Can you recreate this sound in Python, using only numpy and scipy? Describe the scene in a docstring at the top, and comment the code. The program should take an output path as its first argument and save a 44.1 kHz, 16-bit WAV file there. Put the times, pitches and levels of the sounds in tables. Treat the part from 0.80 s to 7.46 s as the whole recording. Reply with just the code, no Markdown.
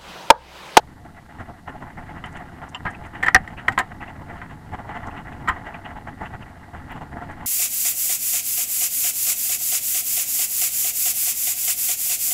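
"""A bobsleigh on an ice track, heard by a small camera fixed to its cowling.
From the start the runners grind (filtered impact noise) and the frame rumbles (low noise); jolts soon swell both.
Knocks then ring the housing (decaying modes), suits and gloves scuff (band-passed slips), a steel fitting clinks.
From about 2 s, and again near 4.7 s, the crew drop into their seats: the frame thuds, and the housing knocks
and rattles hard enough to overload the microphone."""
import sys
import numpy as np
from scipy import signal
from scipy.fft import rfft, irfft
from scipy.io import wavfile
from scipy.ndimage import uniform_filter1d

SR = 44100
rng = np.random.default_rng(int(sys.argv[2]) if len(sys.argv) > 2 else 0)


def wav_record(signal):
    """Record a signal, one row per channel, as 16-bit PCM in the file named by sys.argv[1]."""
    frames = np.transpose(np.atleast_2d(signal))
    bounded = np.clip(frames, -1, 1)
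    # unit amplitude maps onto the largest positive 16-bit level
    quanta = np.round(bounded * 32767).astype(np.int16)
    wavfile.write(sys.argv[1], SR, quanta)


N = 293706
T = np.arange(N) / SR  # s
FREQ = np.maximum(np.arange(N // 2 + 1) * SR / N, 1)  # Hz


def undb(db):
    """Decibels are logarithmic: 20 dB is a tenfold amplitude."""
    return 10 ** (np.asarray(db) / 20)


def unit(x):
    """Normalisation by effective value: the rms becomes one."""
    return x / np.sqrt(np.mean(x ** 2))


def colour(points):
    """Spectral envelope: gain at every frequency, interpolated in dB over log frequency."""
    hz, db = np.transpose(points)
    return undb(np.interp(np.log(FREQ), np.log(hz), db))


def shaped(x, gain):
    """Linear filtering: the spectrum is multiplied by a gain, then scaled to an rms of one."""
    return unit(irfft(rfft(x) * gain, N))


def walk(rate):
    """Slow random modulation: chance values, `rate` per second, joined smoothly; rms one."""
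    hold = max(int(SR / rate), 2)
    steps = np.repeat(rng.standard_normal(N // hold + 1), hold)
    return unit(uniform_filter1d(steps, hold)[:N])


def contacts(per_s, spread_db):
    """Shot noise: a random stream of tiny impacts of uneven size."""
    struck = rng.random(N) < per_s / SR
    sizes = rng.standard_normal(N) * undb(spread_db * rng.standard_normal(N))
    return unit(struck * sizes)


def swell(s, length, lean=0.22):
    """Gaussian envelope, building a little faster than it lets go: its samples and their gains."""
    near = slice(max(int((s - 2 * length) * SR), 0), int((s + 3 * length) * SR))
    lag = T[near] - s
    leaning_length = length * (1 + lean * np.sign(lag))
    return near, np.exp(-2 * (lag / leaning_length) ** 2)


def ringing(hz, t60, t):
    """Damped modes: one sine per row, falling by 60 dB in its t60."""
    fade = np.exp(-np.log(1000) * np.outer(1 / t60, t))
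    return np.sin(2 * np.pi * np.outer(hz, t)) * fade


# broad spectrum of the scraping: (frequency [Hz], relative level [dB])
SCRAPE_SPECTRUM = [(100, -7.5), (250, -2), (400, -5.5), (540, -8), (700, 2), (1000, 1), (1500, -4),
                   (2000, -3.5), (2350, -13), (3050, -16), (3600, -25.5), (5000, -39), (7500, -32),
                   (15000, -63)]
# resonances of the hull: (frequency [Hz], width [Hz], lift [dB])
HULL_RESONANCES = [(705, 76, 7), (851, 59, 8.5), (1386, 67, 4.5), (1650, 350, 3), (1948, 176, 5),
                   (2560, 60, -4), (2860, 41, 6)]


def hull_response():
    """Resonance: the hull's modes raise or lower narrow bands of the broad scraping spectrum."""
    lift = sum(db / (1 + (2 * (FREQ - hz) / width) ** 2) for hz, width, db in HULL_RESONANCES)
    return colour(SCRAPE_SPECTRUM) * undb(lift)


# hardest jolts of the runners: (middle [s], relative level [dB], spectral tilt [dB per octave])
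RUNNER_JOLTS = [(0.257, -41.5, -3), (0.379, -44.5, 1.5), (0.607, -32.5, -3), (.697, -39.5, -5.5),
                (0.888, -33.5, -0.5), (.95, -38.5, -4.5), (1.027, -36.5, -5), (1.185, -35.5, -3),
                (1.461, -37.5, 5.5), (1.566, -35, 5), (1.61, -35, -5), (1.835, -35, -1.5),
                (2.252, -37.5, 2), (2.357, -36.5, 3), (2.79, -35, 7), (3.225, -33.5, 3.5), (3.29, -38, 0.5),
                (3.42, -39.5, -3), (3.509, -36, 1), (3.623, -37.5, 2), (3.709, -39.5, -1), (3.937, -31, 0),
                (3.997, -33.5, -2.5), (4.057, -38, -7), (4.115, -36, 0.5), (4.165, -33, 2),
                (4.279, -32, -5.5), (4.375, -35.5, 8), (4.479, -37.5, -1.5), (4.87, -34.5, -1.5),
                (4.953, -38, 2.5), (5.061, -36, 3.5), (5.11, -37.5, 0.5), (5.168, -36, -1.5),
                (5.284, -33, -0.5), (5.42, -29, -5), (5.459, -35, 1.5), (5.543, -35.5, 0.5),
                (5.62, -39, -0.5), (5.948, -35.5, -3), (6.114, -34.5, 3.5), (6.163, -35.5, -2.5),
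                (6.224, -34, -6), (6.329, -38, -1), (6.376, -34, -4.5), (6.423, -33, -3.5),
                (6.504, -34.5, -1)]
JOLT_S = 0.026  # nominal half length
BUMPS_PER_S, BUMPS_DB = 28, 1.0  # small bumps in the ice make the scraping come and go
# the tilt acts about a pivot, grows up to the bite, then fades to nothing at the end
PIVOT_HZ, BITE_HZ, BITE_END_HZ = 1200, 2830, 4800


def runners(glide_db, steady_db=1.5, jolt_db=0.77, judder_db=2.5):
    """Friction as shot noise: runners grind on ice; jolts press them down and tilt the spectrum."""
    hull = hull_response()
    grit = contacts(per_s=5000, spread_db=2)
    grit = grit * undb(judder_db * walk(70) + BUMPS_DB * walk(BUMPS_PER_S))
    out = shaped(grit, hull) * undb(glide_db + steady_db)

    octaves = np.log2(np.clip(FREQ, PIVOT_HZ / 2, BITE_HZ) / PIVOT_HZ)
    octaves = octaves * np.interp(FREQ, [BITE_HZ, BITE_END_HZ], [1, 0])
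    jolt_grit = contacts(per_s=4500, spread_db=1.5)
    tilts = np.linspace(-12, 12, 5)  # dB per octave
    pressure = np.zeros((len(tilts), N))
    for s, db, tilt in RUNNER_JOLTS:
        near, push = swell(s, JOLT_S)
        # a jolt blends the two nearest shades of brightness
        shares = np.maximum(1 - abs(tilts - tilt) / (tilts[1] - tilts[0]), 0)
        pressure[:, near] += np.outer(shares, undb(db) * push)
    for tilt, push in zip(tilts, pressure):
        out += undb(jolt_db) * push * shaped(jolt_grit, hull * undb(tilt * octaves))
    return out


def patchy(x, patchy_db=1.9):
    """Bandwise modulation: as the contact point wanders along the runner, each band flickers alone."""
    spectrum = rfft(x)
    octaves = np.log2(np.clip(FREQ, 700, 2800) / 700)
    out = np.zeros(N)
    for centre in np.arange(5) / 2:  # overlapping bands half an octave apart
        band = np.maximum(1 - 2 * abs(octaves - centre), 0)
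        out += irfft(spectrum * band, N) * unit(undb(patchy_db * walk(35)))
    return out


# spectrum of the frame's rumble: (frequency [Hz], relative level [dB])
RUMBLE_SPECTRUM = [(20, -4), (45, -5.5), (88, 1.5), (125, -4), (155, -2.5), (190, -6.5), (260, -6),
                   (330, -11.5), (420, -19), (600, -22.5), (1500, -52)]
# the crew's weight thuds into the frame: (time [s], level [dB])
CREW_THUDS = [(2.055, -27), (2.546, -25), (2.883, -26.5), (4.69, -32)]
THUD_DECAY_S = 0.034
SHAKE_DB, SHAKE_S = -3.5, 0.029  # shake against the jolt's level; nominal half length


def frame(rumble_db, gain_db=0.56, lumpy_db=1.4):
    """Addition of powers: the frame's lumpy rumble, every jolt and the crew's weight sum as energy."""
    power = undb(rumble_db + gain_db) ** 2
    for s, db, _ in RUNNER_JOLTS:
        near, push = swell(s, SHAKE_S)
        power[near] += (undb(db + SHAKE_DB) * push) ** 2
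    for s, db in CREW_THUDS:
        i = int(s * SR)
        power[i:i + SR] += (undb(db) * np.exp(-T[:SR] / THUD_DECAY_S)) ** 2
    lumps = undb(lumpy_db * walk(25))
    rumble = shaped(rng.standard_normal(N) * lumps, colour(RUMBLE_SPECTRUM))
    return rumble * np.sqrt(power)


HOP_LEAD_S, HOP_S, HOP_DB = 0.047, 0.023, -1  # lead on the jolt, nominal half length, change of level


def hops():
    """Unloading of the contact: the scraping dips, in dB, as the sled rides light ahead of a jolt."""
    out = np.zeros(N)
    for s, *_ in RUNNER_JOLTS:
        near, lift = swell(s - HOP_LEAD_S, HOP_S)
        out[near] += HOP_DB * lift
    return out


# blows on the housing, relative levels:
# (time [s], blow [dB], pitch excited most [Hz], chatter [dB], sizzle [dB])
HOUSING_KNOCKS = [(.586, -31, 1490, -41, -63), (.876, -24.5, 1020, -32, -65),
                  (1.4392, -22.5, 1170, -29, -64), (1.817, -28, 800, -38, -68),
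                  (1.947, -26, 1190, -31.5, -52), (2.0527, -15, 1130, -23.5, -68),
                  (2.0645, -12, 1490, -19.5, -60), (2.4275, -10, 2030, -16.5, -32.5),
                  (2.4336, -8, 1940, -18.5, -37), (2.4619, -24, 1730, -16.5, -33.5),
                  (2.483, 1.5, 1660, -19, -42), (2.546, 19, 1910, -11.5, -24), (2.5606, 7, 1930, -34, -56),
                  (2.676, -20, 1920, -39, -50), (2.8809, -9, 1100, -22, -34.5), (2.8827, 3, 1950, -29, -39),
                  (2.9208, -38, 1880, -29.5, -39.5), (2.9773, 0, 1200, -28, -37),
                  (2.9866, -8.5, 1600, -17.5, -23), (2.9954, -5, 840, -16.5, -58),
                  (3.616, -22, 1500, -33, -66), (4.675, -29, 1560, -19, -40), (4.6825, -10, 1380, -18, -37),
                  (4.6878, -7.5, 1280, -17, -38), (4.6963, -6.5, 1350, -25, -55)]
# modes of the housing before detuning: (frequency [Hz], relative level [dB], t60 [s])
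HOUSING_MODES = [(59, -20, 0.1), (262, -13.5, 0.024), (376, -9.5, 0.028), (473, -14.5, 0.043),
                 (778, -9, 0.069), (1032, -4.5, 0.034), (1259, -2, 0.023), (1410, -8.5, 0.027),
                 (1587, -7, 0.034), (1863, 1.5, 0.022), (1996, -8.5, 0.027), (2130, -41, 0.0077),
                 (2734, -11.5, 0.015), (3054, -9.5, 0.018), (3810, -21.5, .016), (8100, -34, 0.02)]
# spectrum of the sizzle at the joints: (frequency [Hz], relative level [dB])
SIZZLE_SPECTRUM = [(1500, 0), (3000, 12), (4500, 5.5), (6300, 0), (7500, 13.5), (9000, -0.5), (13000, 2.5),
                   (16000, -14)]
CHATTER_DECAY_S = 0.015


def housing(focus_db=10, blow_db=-0.5, chatter_db=-1.0, rise_s=0.00073, sizzle_decay_s=0.0079,
            detune=0.024, uneven_db=2.1):
    """Modal excitation: blows ring the housing; its loose parts chatter on and sizzle at the joints."""
    size = SR // 4
    t, out = T[:size], np.zeros(N + size)
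    hz, db, t60 = np.transpose(HOUSING_MODES)
    sizzle = shaped(contacts(per_s=3500, spread_db=1.0), colour(SIZZLE_SPECTRUM))
    rise = 1 - np.exp(-t / rise_s)
    sizzle_fade = np.exp(-t / sizzle_decay_s) * rise
    for s, hit_db, pitch, rattle_db, fizz_db in HOUSING_KNOCKS:
        i = int(s * SR)
        # the hardness of the contact and the spot it lands on pick which modes answer
        off_pitch = np.minimum(2 * np.log2(hz / pitch) ** 2, 1)
        weight = undb(db - focus_db * off_pitch + uneven_db * rng.standard_normal(len(hz)))
        detuned = hz * (1 + detune * rng.standard_normal(len(hz)))
        ring = weight @ ringing(detuned, t60, t) / np.linalg.norm(weight) * rise
        taps = rng.standard_normal(size) * np.exp(-t / CHATTER_DECAY_S)
        chatter = signal.fftconvolve(taps, ring / np.linalg.norm(ring))[:size]
        out[i:i + size] += undb(hit_db + blow_db) * ring
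        out[i:i + size] += undb(rattle_db + chatter_db) * chatter
        out[i:i + size] += undb(fizz_db) * sizzle[i:i + size] * sizzle_fade
    return out[:N]


# scuffs and squeaks of suits and gloves on the cowling: (middle [s], relative level [dB], pitch [Hz])
CLOTHING_SCUFFS = [(.886, -56, 2800), (1.462, -58, 8000), (1.525, -59, 7700), (1.57, -57, 7700),
                   (1.893, -55.5, 7250), (2.107, -57.5, 7800), (2.15, -44.5, 2400), (2.264, -58, 8300),
                   (2.778, -46, 2630), (3.215, -47, 2580), (3.281, -49, 2600), (4.27, -57, 6700),
                   (4.314, -49, 2700), (4.375, -47, 2690), (4.53, -53, 2700), (4.947, -44.5, 2540),
                   (5.054, -46.5, 2800), (5.459, -46.5, 2640), (5.626, -50.5, 2700), (6.119, -56.5, 13000),
                   (6.517, -59.5, 7560)]
SCUFF_S = 0.011  # nominal half length
# width as a share of the pitch, for a low squeak; higher rubs are broader, up to the widest share
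SQUEAK_HZ, SCUFF_WIDTH, WIDEST = 2700, 0.17, 0.6


def scuffs(gain_db=4.5):
    """Stick-slip friction: tiny slips through one resonance, narrow for a squeak, broad for a swish."""
    out, slips = np.zeros(N), contacts(per_s=2600, spread_db=2.5)
    for s, db, hz in CLOTHING_SCUFFS:
        near, push = swell(s, SCUFF_S)
        width = min(SCUFF_WIDTH * hz / SQUEAK_HZ, WIDEST)
        edges_hz = hz * np.exp(np.array([-width, width]) / 2)
        band = signal.butter(2, edges_hz, "bandpass", fs=SR, output="sos")
        out[near] += undb(db + gain_db) * push * unit(signal.sosfilt(band, slips[near]))
    return out


# taps on a steel fitting: (time [s], relative level [dB])
FITTING_TAPS = [(1.4403, -33.5), (1.947, -22.5)]
# modes of the fitting: (frequency [Hz], relative level [dB], t60 [s])
FITTING_MODES = [(2826, -2.5, 0.035), (3005, 0.5, 0.029), (3320, -13, 0.022), (4780, -24, .025),
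                 (5500, -23, .02), (7300, -16, 0.024)]


def clinks(touch_s=0.00054, buzz_db=-26, buzz_decay_s=0.0097):
    """Impulse response: a tapped steel fitting rings briefly and buzzes against its seat."""
    out, t = np.zeros(N), T[:SR // 4]
    hz, db, t60 = np.transpose(FITTING_MODES)
    ring = undb(db) @ ringing(hz, t60, t) * (1 - np.exp(-t / touch_s))
    for s, hit_db in FITTING_TAPS:
        i = int(s * SR)
        taps = undb(buzz_db) * rng.standard_normal(len(t)) * np.exp(-t / buzz_decay_s)
        buzz = signal.fftconvolve(taps, ring)[:len(t)]
        out[i:i + len(t)] += undb(hit_db) * (ring + buzz)
    return out


# the glide between jolts, relative levels:
# (time [s], steady scraping of the runners [dB], rumble of the frame [dB])
GLIDE_LEVELS = [(0, -52, -45), (.48, -55, -48), (.56, -44.5, -43.5), (.82, -52, -47), (1.3, -42.5, -39.5),
                (1.72, -46, -43), (2.2, -42.5, -39), (2.8, -43.5, -40.5), (3.35, -46, -41.5),
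                (3.52, -43.5, -38), (3.85, -50, -43.5), (4.12, -40.5, -39), (4.8, -40.5, -38.5),
                (5, -45.5, -41.5), (5.5, -47, -40), (5.86, -47, -47), (6.08, -46.5, -38.5), (6.3, -48, -41),
                (6.66, -39, -37.5)]


def scene():
    """Superposition: all the sounds, carried to the microphone through the sled, add linearly."""
    s, *levels = np.transpose(GLIDE_LEVELS)
    glide_db, rumble_db = (np.interp(T, s, db) for db in levels)
    scraping = patchy(runners(glide_db + hops()))
    mix = scraping + frame(rumble_db) + housing() + scuffs() + clinks()
    return mix[None]  # one channel


# spectrum of the camera's own hiss: (frequency [Hz], relative level [dB])
HISS_SPECTRUM = [(1000, -2), (4000, 6), (6300, 0), (7600, 2), (10000, -0.5), (13000, -2.5), (15000, -10),
                 (16000, -19)]
TOP_HZ = 15600  # upper limit of the camera's band


def record(dry, hiss_db=-63.5, ceiling=0.72, knee=8, soft_hz=9000):
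    """Saturation and band limiting: the camera flattens hard knocks, dulls, hisses and cuts the top."""
    clipped = dry / (1 + abs(dry / ceiling) ** knee) ** (1 / knee)
    softened = signal.sosfilt(signal.butter(1, soft_hz, fs=SR, output="sos"), clipped)
    hiss = undb(hiss_db) * shaped(rng.standard_normal(N), colour(HISS_SPECTRUM))
    top_cut = signal.ellip(8, 0.2, 70, TOP_HZ, fs=SR, output="sos")
    return signal.sosfilt(top_cut, softened + hiss)


dry = scene()
out = record(dry)
wav_record(out)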